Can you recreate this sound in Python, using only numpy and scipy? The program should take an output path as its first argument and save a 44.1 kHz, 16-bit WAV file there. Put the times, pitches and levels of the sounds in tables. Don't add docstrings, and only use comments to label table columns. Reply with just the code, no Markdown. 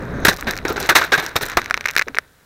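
import sys
import numpy as np
from scipy import signal
from scipy.fft import rfft, irfft, next_fast_len
from scipy.io import wavfile
from scipy.ndimage import map_coordinates

SR = 44100
rng = np.random.default_rng(int(sys.argv[2]) if len(sys.argv) > 2 else 0)


def master(y):
    cut = np.clip(np.atleast_2d(y).T, -1, 1)
    pcm = np.round(cut * 32767)
    wavfile.write(sys.argv[1], SR, pcm.astype(np.int16))


N = 108045
EVENT_SAMPLES = 16384
EVENT_S = np.arange(EVENT_SAMPLES) / SR
TOP_HZ = 15900


def amp(db):
    return 10 ** (np.asarray(db) / 20)


def unit_rms(x):
    return x / np.sqrt(np.mean(x ** 2) + 1e-20)


def spectrum_db(points, hz):
    knots_hz, db = np.transpose(points)
    return np.interp(np.log(hz + 1), np.log(knots_hz + 1), db)


def envelope(points):
    return amp(np.interp(np.arange(N) / SR, *np.transpose(points)))


def wobble(knots_per_s, size=EVENT_SAMPLES):
    return map_coordinates(rng.standard_normal(2048), [np.arange(size) * knots_per_s / SR], mode="wrap")


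def noise(spectrum):
    size = next_fast_len(N + EVENT_SAMPLES)
    gain = amp(spectrum_db(spectrum, np.fft.rfftfreq(size, 1 / SR)))
    return unit_rms(irfft(rfft(rng.standard_normal(size)) * gain, size)[:N])


def add(track, start_s, sound):
    part = track[round(start_s * SR):][:len(sound)]
    part += sound[:len(part)]


def grains(per_s, spread_db, size):
    impulses = (rng.random(size) < per_s / SR) * rng.choice([-1, 1], size)
    return unit_rms(impulses * amp(spread_db * np.clip(rng.standard_normal(size), -2, 2)))


def crunch(grains_per_s, spread_db, size, density=1):
    crossover_hz, clumps_per_s, bands = 4500, 480, 3
    hz = np.fft.rfftfreq(size, 1 / SR) + 1
    treble_share = 1 / (1 + (crossover_hz / hz) ** 4)
    packing = grains(grains_per_s * density, spread_db, size) * amp(2 * wobble(clumps_per_s, size))
    spectrum = rfft(packing) * np.sqrt(1 - treble_share)
    centres_hz = np.linspace(crossover_hz, TOP_HZ, bands)
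    for band in np.eye(bands):
        clumps = amp(12 / max(density, 1) * wobble(clumps_per_s, size))
        crystals = unit_rms(grains(9000 * density, spread_db=2.5, size=size) * clumps)
        spectrum += rfft(crystals) * np.sqrt(treble_share * np.interp(hz, centres_hz, band))
    return irfft(spectrum, size)


def housing(spectrum, ring_hz, ring_db, treble_db, bass_db):
    ring_octaves, treble_hz, bass_hz, sparkle_hz = 0.28, 3500, 660, 8100
    hz = np.fft.rfftfreq(EVENT_SAMPLES, 1 / SR) + 1
    db = spectrum_db(spectrum, hz)
    db += ring_db * np.exp(-(np.log2(hz / ring_hz) / ring_octaves) ** 2)
    db += treble_db / (1 + (treble_hz / hz) ** 4)
    db += bass_db / (1 + (hz / bass_hz) ** 4)
    db += 0.27 * max(treble_db, 0) * np.tanh(np.log(hz / sparkle_hz) * 2)
    cepstrum = irfft(np.log(amp(db)))[:EVENT_SAMPLES // 2]
    response = irfft(np.exp(rfft(2 * cepstrum, EVENT_SAMPLES)))[:EVENT_SAMPLES // 8]
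    return response / np.linalg.norm(response)


# frequency_hz, level_db
FLIGHT_AIR_SPECTRUM = [(20, -6), (60, -3.5), (130, 2), (260, -1), (350, -4), (550, -6.5), (850, -15.5),
                       (1650, -12), (2200, -24.5), (3000, -51), (3900, -52), (6000, -72), (16000, -77.5)]
SLIDE_AIR_SPECTRUM = [(20, -16), (60, 3), (130, -3.5), (250, -0.5), (520, -6.5), (850, -11), (1650, -21),
                      (2200, -27), (3000, -37), (3900, -23), (5000, -60.5), (6300, -54.5), (8000, -66),
                      (16000, -72)]
RUMBLE_SPECTRUM = [(10, -12.5), (40, -6), (75, -8), (150, -10.5), (400, -48.5), (2000, -79)]
SWISH_SPECTRUM = [(100, -38), (2500, -21), (3800, 6), (5000, -14), (6400, 1), (7500, -24.5), (16000, -30)]
# time_s, level_db
SLIDE_AIR_LEVELS = [(.25, -46), (.38, -47), (.45, -31.5), (.62, -34.5), (.85, -38), (1.05, -41), (1.3, -45),
                    (1.65, -42), (1.9, -50), (2.05, -56), (2.17, -52.5), (2.26, -57), (2.45, -61)]
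RUMBLE_LEVELS = [(0, -36), (.25, -26.5), (.39, -42), (.45, -34.5), (.9, -43), (1.28, -51.5), (1.42, -38.5),
                 (1.7, -48), (2.15, -51), (2.28, -62), (2.45, -62)]
SWISH_LEVELS = [(0, -90), (.11, -87), (.14, -52), (.2, -51.5), (.245, -43), (.27, -74), (.3, -95.5)]


def wind():
    landing_s, rise_db_per_s, fade_db_per_s = 0.23, 11.5, 176
    t = np.arange(N) / SR
    rise_db = rise_db_per_s * np.minimum(t, landing_s)
    fade_db = fade_db_per_s * np.maximum(t - landing_s, 0)
    flight_air = amp(-28.5 + rise_db - fade_db) * noise(FLIGHT_AIR_SPECTRUM)
    slide_air = envelope(SLIDE_AIR_LEVELS) * noise(SLIDE_AIR_SPECTRUM)
    buffets = amp(wobble(knots_per_s=50, size=N))
    rumble = envelope(RUMBLE_LEVELS) * noise(RUMBLE_SPECTRUM)
    swish = envelope(SWISH_LEVELS) * noise(SWISH_SPECTRUM)
    return (flight_air + slide_air) * buffets + rumble + swish


# frequency_hz, level_db
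GRAIN_RESPONSE = [(30, -13), (100, -15.5), (250, -11), (390, -2), (540, -4.5), (800, -3), (1300, -2),
                  (2000, -2), (2600, -6.5), (3100, -13), (3900, -5), (4600, -14), (5900, -12.5),
                  (7200, -20), (11000, -27.5), (13300, -19.5), (16000, -32)]
# time_s, level_db
DRAG_LEVELS = [(.25, -41.5), (.33, -41), (.45, -40.5), (.62, -40.5), (.8, -71), (1.09, -37.5),
               (1.28, -33.5), (1.35, -39.5), (1.5, -54), (1.62, -34.5), (1.75, -41), (1.92, -42.5),
               (2.01, -33.5), (2.05, -57), (2.1, -57), (2.19, -47.5), (2.3, -58.5), (2.45, -57)]


def slide():
    scratch = crunch(grains_per_s=5000, spread_db=1, size=N) * envelope(DRAG_LEVELS)
    response = housing(GRAIN_RESPONSE, ring_hz=1550, ring_db=6, treble_db=-5.5, bass_db=-2)
    return signal.fftconvolve(scratch, response)[:N]


# start_s, level_db, pitch_hz, t60_s
BODY_BUMPS = [(0.249, -22, 170, 0.069), (0.281, -4.5, 190, 0.047), (.338, -23, 152, .05),
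              (0.471, -18.5, 95, 0.05), (0.469, -16.5, 225, 0.095), (0.651, -25, 426, 0.046),
              (.701, -21.5, 395, 0.066), (0.893, -9.5, 360, 0.084), (1.358, -12, 87, 0.042),
              (1.36, -16, 393, 0.022), (1.177, -17, 166, 0.048), (1.424, -22, 95, 0.033),
              (1.569, -12, 360, 0.086), (1.572, -4, 700, 0.031), (1.573, -29, 1060, 0.026),
              (1.575, -11, 100, 0.031), (1.7095, -19, 740, 0.031), (2.068, -22.5, 462, 0.065),
              (2.075, -18.5, 354, 0.017), (2.094, -30, 270, 0.11), (2.148, -28.5, 420, 0.042),
              (2.186, -28.5, 580, 0.027)]


def bumps():
    rise_s = 0.0014
    out = np.zeros(N)
    for start_s, level_db, pitch_hz, t60_s in BODY_BUMPS:
        phase = 2 * np.pi * pitch_hz * EVENT_S + 0.27 * wobble(pitch_hz / 2)
        attack = 1 - np.exp(-EVENT_S / rise_s)
        decay = amp(level_db - 60 * EVENT_S / t60_s)
        add(out, start_s, attack * decay * np.sin(phase))
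    return out


# start_s, length_s, level_db, start_hz, end_hz
SNOW_SQUEAKS = [(.300, 0.018, -20.5, 1890, 1760), (0.315, 0.0099, -20, 1500, 1490),
                (0.681, .036, -25, 1429, 1316), (0.764, 0.0095, -26, 1450, 1280),
                (.897, 0.013, -11, 1500, 1420), (.920, 0.012, -23, 1450, 1580),
                (0.953, 0.03, -20.5, 1130, 956), (1.013, 0.011, -15, 1650, 1560),
                (1.022, 0.03, -20.5, 1450, 1540), (1.127, 0.033, -13, 1590, 1617),
                (1.258, 0.036, -32, 1550, 1550)]


def squeaks():
    jitter_rad, flutter_db, knots_per_s = 0.99, 3.5, 269
    out = np.zeros(N)
    for start_s, length_s, level_db, start_hz, end_hz in SNOW_SQUEAKS:
        progress = np.minimum(EVENT_S / length_s, 1)
        pitch_hz = start_hz + (end_hz - start_hz) * progress
        phase = 2 * np.pi * np.cumsum(pitch_hz) / SR + jitter_rad * wobble(knots_per_s)
        swell = np.sqrt(2 * np.abs(np.sin(np.pi * progress)))
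        gain = amp(level_db + flutter_db * wobble(knots_per_s))
        add(out, start_s, swell * gain * np.sin(phase))
    return out


# frequency_hz, level_db
SNAP_RESPONSE = [(30, -26), (200, -25), (430, -7), (750, -8), (1100, -0.5), (1400, 5.5), (2300, 5),
                 (2750, -4), (3200, -11), (4050, -6.5), (4700, -13), (6000, -9.5), (7500, -24),
                 (10500, -33), (13300, -26), (16000, -35)]
# start_s, peak_db, treble_db, ring_hz
CRUST_SNAPS = [ (.3333, -16.5, 26, 1700), (0.34, -18, 18, 1500), (.365, -15, 21, 1700),
               (0.3712, -15.5, 21, 1700), (0.4103, -9, 20, 2100), (.4258, -10.5, -11, 1290),
               (0.511, -7, 35, 1800), (0.536, -10.5, 3, 1820), (.556, -20, 16, 1800),
               (0.5668, -12.5, 11, 1800), (0.5763, -11, 13, 1900), (0.5879, -12.5, 2, 1800),
               (.801, -12, 15, 1590), (1.2642, -6, 15, 1580), (1.2917, -20, 14, 1620),
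               (1.4985, -13, 5, 1700), (1.5179, -13.5, 12, 1700), (1.6173, -11.5, 6, 1600),
               (1.6444, -18, 11, 1600), (1.6597, -10, 5, 1600), (1.6999, -14, 3, 1700),
               (1.7096, 5, -2, 1580), (1.7425, 4.5, -4, 1650), (1.7501, -20, 5, 1700),
               (1.769, -19, 8, 1700), (1.7761, -4, -7, 1700), (1.8095, -10.5, 4.5, 1500),
               (1.8426, -17, -1, 1900), (1.8563, -3, -2, 2380), (1.8596, 1, 6, 1900),
               (1.8734, -10, 2, 1900), (1.8844, -9.5, 0.5, 1900), (1.8876, -6, -1, 1700),
               (1.8922, -17, 1, 1900), (1.897, -9.5, -9, 1800), (1.9044, -13, 0, 1900),
               (1.911, -9.5, 17, 2000), (1.9362, -20, 12, 1900), (1.9534, -13, 10, 1900),
               (1.9649, 11.5, 3, 1650), (1.977, 2.5, 2, 2450), (1.9824, 4.5, 14.5, 2420),
               (1.9943, 3, 4, 1700), (1.9967, -1, -4, 1700), (2.0138, -4.5, -3, 2450),
               (2.0192, -1.5, -9, 1800), (2.0228, -4.5, 5, 1900), (2.0838, -9, 0, 1500),
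               (2.1468, -10, -2, 1500), (2.154, -18, 12, 2400), (2.167, -15, -20, 1200),
               (2.1713, -7.5, -15, 1590), (2.1856, 9.5, -2.5, 1750)]


def snaps():
    crack_t60_s, crumbs_t60_s = 0.0026, 0.018
    crack = amp(-15.5 - 60 * EVENT_S / crack_t60_s)
    crumbs = amp(-28 - 60 * EVENT_S / crumbs_t60_s)
    impulse = EVENT_S == 0
    out = np.zeros(N)
    for start_s, peak_db, treble_db, ring_hz in CRUST_SNAPS:
        force = impulse + (crack + crumbs) * rng.standard_normal(EVENT_SAMPLES)
        response = housing(SNAP_RESPONSE, ring_hz, ring_db=1.5, treble_db=treble_db, bass_db=0)
        snap = signal.fftconvolve(force, response)
        add(out, start_s, amp(peak_db) * snap / np.abs(snap).max())
    return out


# start_s, hold_s, level_db, fade_db_per_s, treble_db, bass_db, ring_hz
SNOW_CONTACTS = [ (0.2487, 0.0055, 0, 2200, 3, 0.5, 1500), (0.262, .008, -25, 600, 8, 10, 1700),
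                 (0.2653, 0.0044, -8, 1000, 0, -9, 1610), (0.2813, 0.0075, -4, 1018, 4.5, 2, 1720),
                 (0.299, 0.031, -25.5, 450, 4, 11.5, 1650), (0.383, 0.0051, -31, 396, 4, 9, 1090),
                 (0.4684, 0.015, -18, 309, 1, 3, 1600), (0.527, .010, -39.5, 402, -18, 0, 1850),
                 (0.649, 0.0035, -14, 700, -6.5, 11.5, 1650), (.675, 0.018, -21.5, 288, 6, 16, 1470),
                 (0.7, 0.0048, -21.5, 276, -20, 14.5, 1350), (0.759, 0.0087, -24.5, 300, 5.5, 10.5, 1380),
                 (0.776, 0.0041, -17, 1000, -21, 2.5, 1350), (.801, 0.0032, -19, 293, 7, 14.5, 1550),
                 (.828, 0.015, -25.5, 131, -1, 2, 1550), (0.8897, 0.0038, -1.5, 810, 1.5, 1, 1730),
                 (0.9053, 0.005, -14, 900, -24, 2.5, 1470), (0.92, 0.0074, -22, 1200, -1, 6.5, 1550),
                 (0.949, 0.013, -18.5, 900, 15, -11, 1560), (0.9516, 0.015, -4, 597, 1.5, -2.5, 1620),
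                 (0.981, 0.0071, -13.5, 550, 1, -1, 1450), (1.011, .008, -13, 1200, -6.5, -3, 1550),
                 (1.026, 0.02, -22, 409, 1, 0, 1480), (1.1179, 0.03, -11.5, 707, -1, 2, 1580),
                 (1.175, 0.0055, -14, 605, 2, 5.5, 1640), (1.187, 0.0042, -17.5, 335, -4, -4.5, 1630),
                 (1.224, 0.0069, -27, 201, 5, 8.5, 1545), (1.355, 0.0022, -16, 520, 1, 7.5, 1390),
                 (1.361, 0.0023, -7, 1500, 6, 1, 1550), (1.374, 0.0034, -44, 1200, -7, -4, 1800),
                 (1.4, 0.0032, -34.5, 1098, 6, -3, 1450), (1.409, 0.0056, -18.5, 900, 6, 6.5, 1700),
                 (1.417, 0.0077, -25, 603, 15, 13, 1500), (1.428, 0.0055, -21, 603, 5, 6, 1700),
                 (1.453, 0.0054, -28, 297, 6.5, 5, 1640), (1.481, 0.051, -30, 496.5, -1.5, -3, 1550),
                 (1.5699, 0.0011, 2, 2202, 0.5, -1.5, 1250), (1.58, 0.0033, -8, 1502, -13.5, -1.5, 1240),
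                 (1.584, 0.0027, -29, 399, 5.5, 3, 1380), (2.071, 0.0059, -31.5, 500, -7, 14, 1340)]


def crushes():
    rise_s = 0.003
    out = np.zeros(N)
    for start_s, hold_s, level_db, fade_db_per_s, treble_db, bass_db, ring_hz in SNOW_CONTACTS:
        attack = np.minimum(EVENT_S / rise_s, 1)
        decay = amp(level_db - fade_db_per_s * np.maximum(EVENT_S - hold_s, 0))
        density = amp(0.51 * (level_db + 20))
        fractures = crunch(12000, spread_db=2.5, size=EVENT_SAMPLES, density=density)
        response = housing(GRAIN_RESPONSE, ring_hz, ring_db=6, treble_db=treble_db, bass_db=bass_db)
        add(out, start_s, signal.fftconvolve(attack * decay * fractures, response))
    return out


def scene():
    return (crushes() + squeaks() + snaps() + bumps() + slide() + wind())[None]


# frequency_hz, level_db
HISS_SPECTRUM = [(100, -7), (1700, -13), (3000, 3.5), (7000, 1), (15000, -1)]


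def record(dry):
    ceiling, hardness, rolloff_hz = 0.81, 3.7, 400
    noisy = dry + amp(-59.5) * noise(HISS_SPECTRUM)
    clipped = noisy / (1.5 + np.abs(noisy / ceiling) ** hardness) ** (1 / hardness)
    size = next_fast_len(N + EVENT_SAMPLES)
    passband = np.clip((TOP_HZ - np.fft.rfftfreq(size, 1 / SR)) / rolloff_hz + 0.5, 0, 1)
    return irfft(rfft(clipped, size) * passband, size)[..., :N]


dry = scene()
out = record(dry)
master(out)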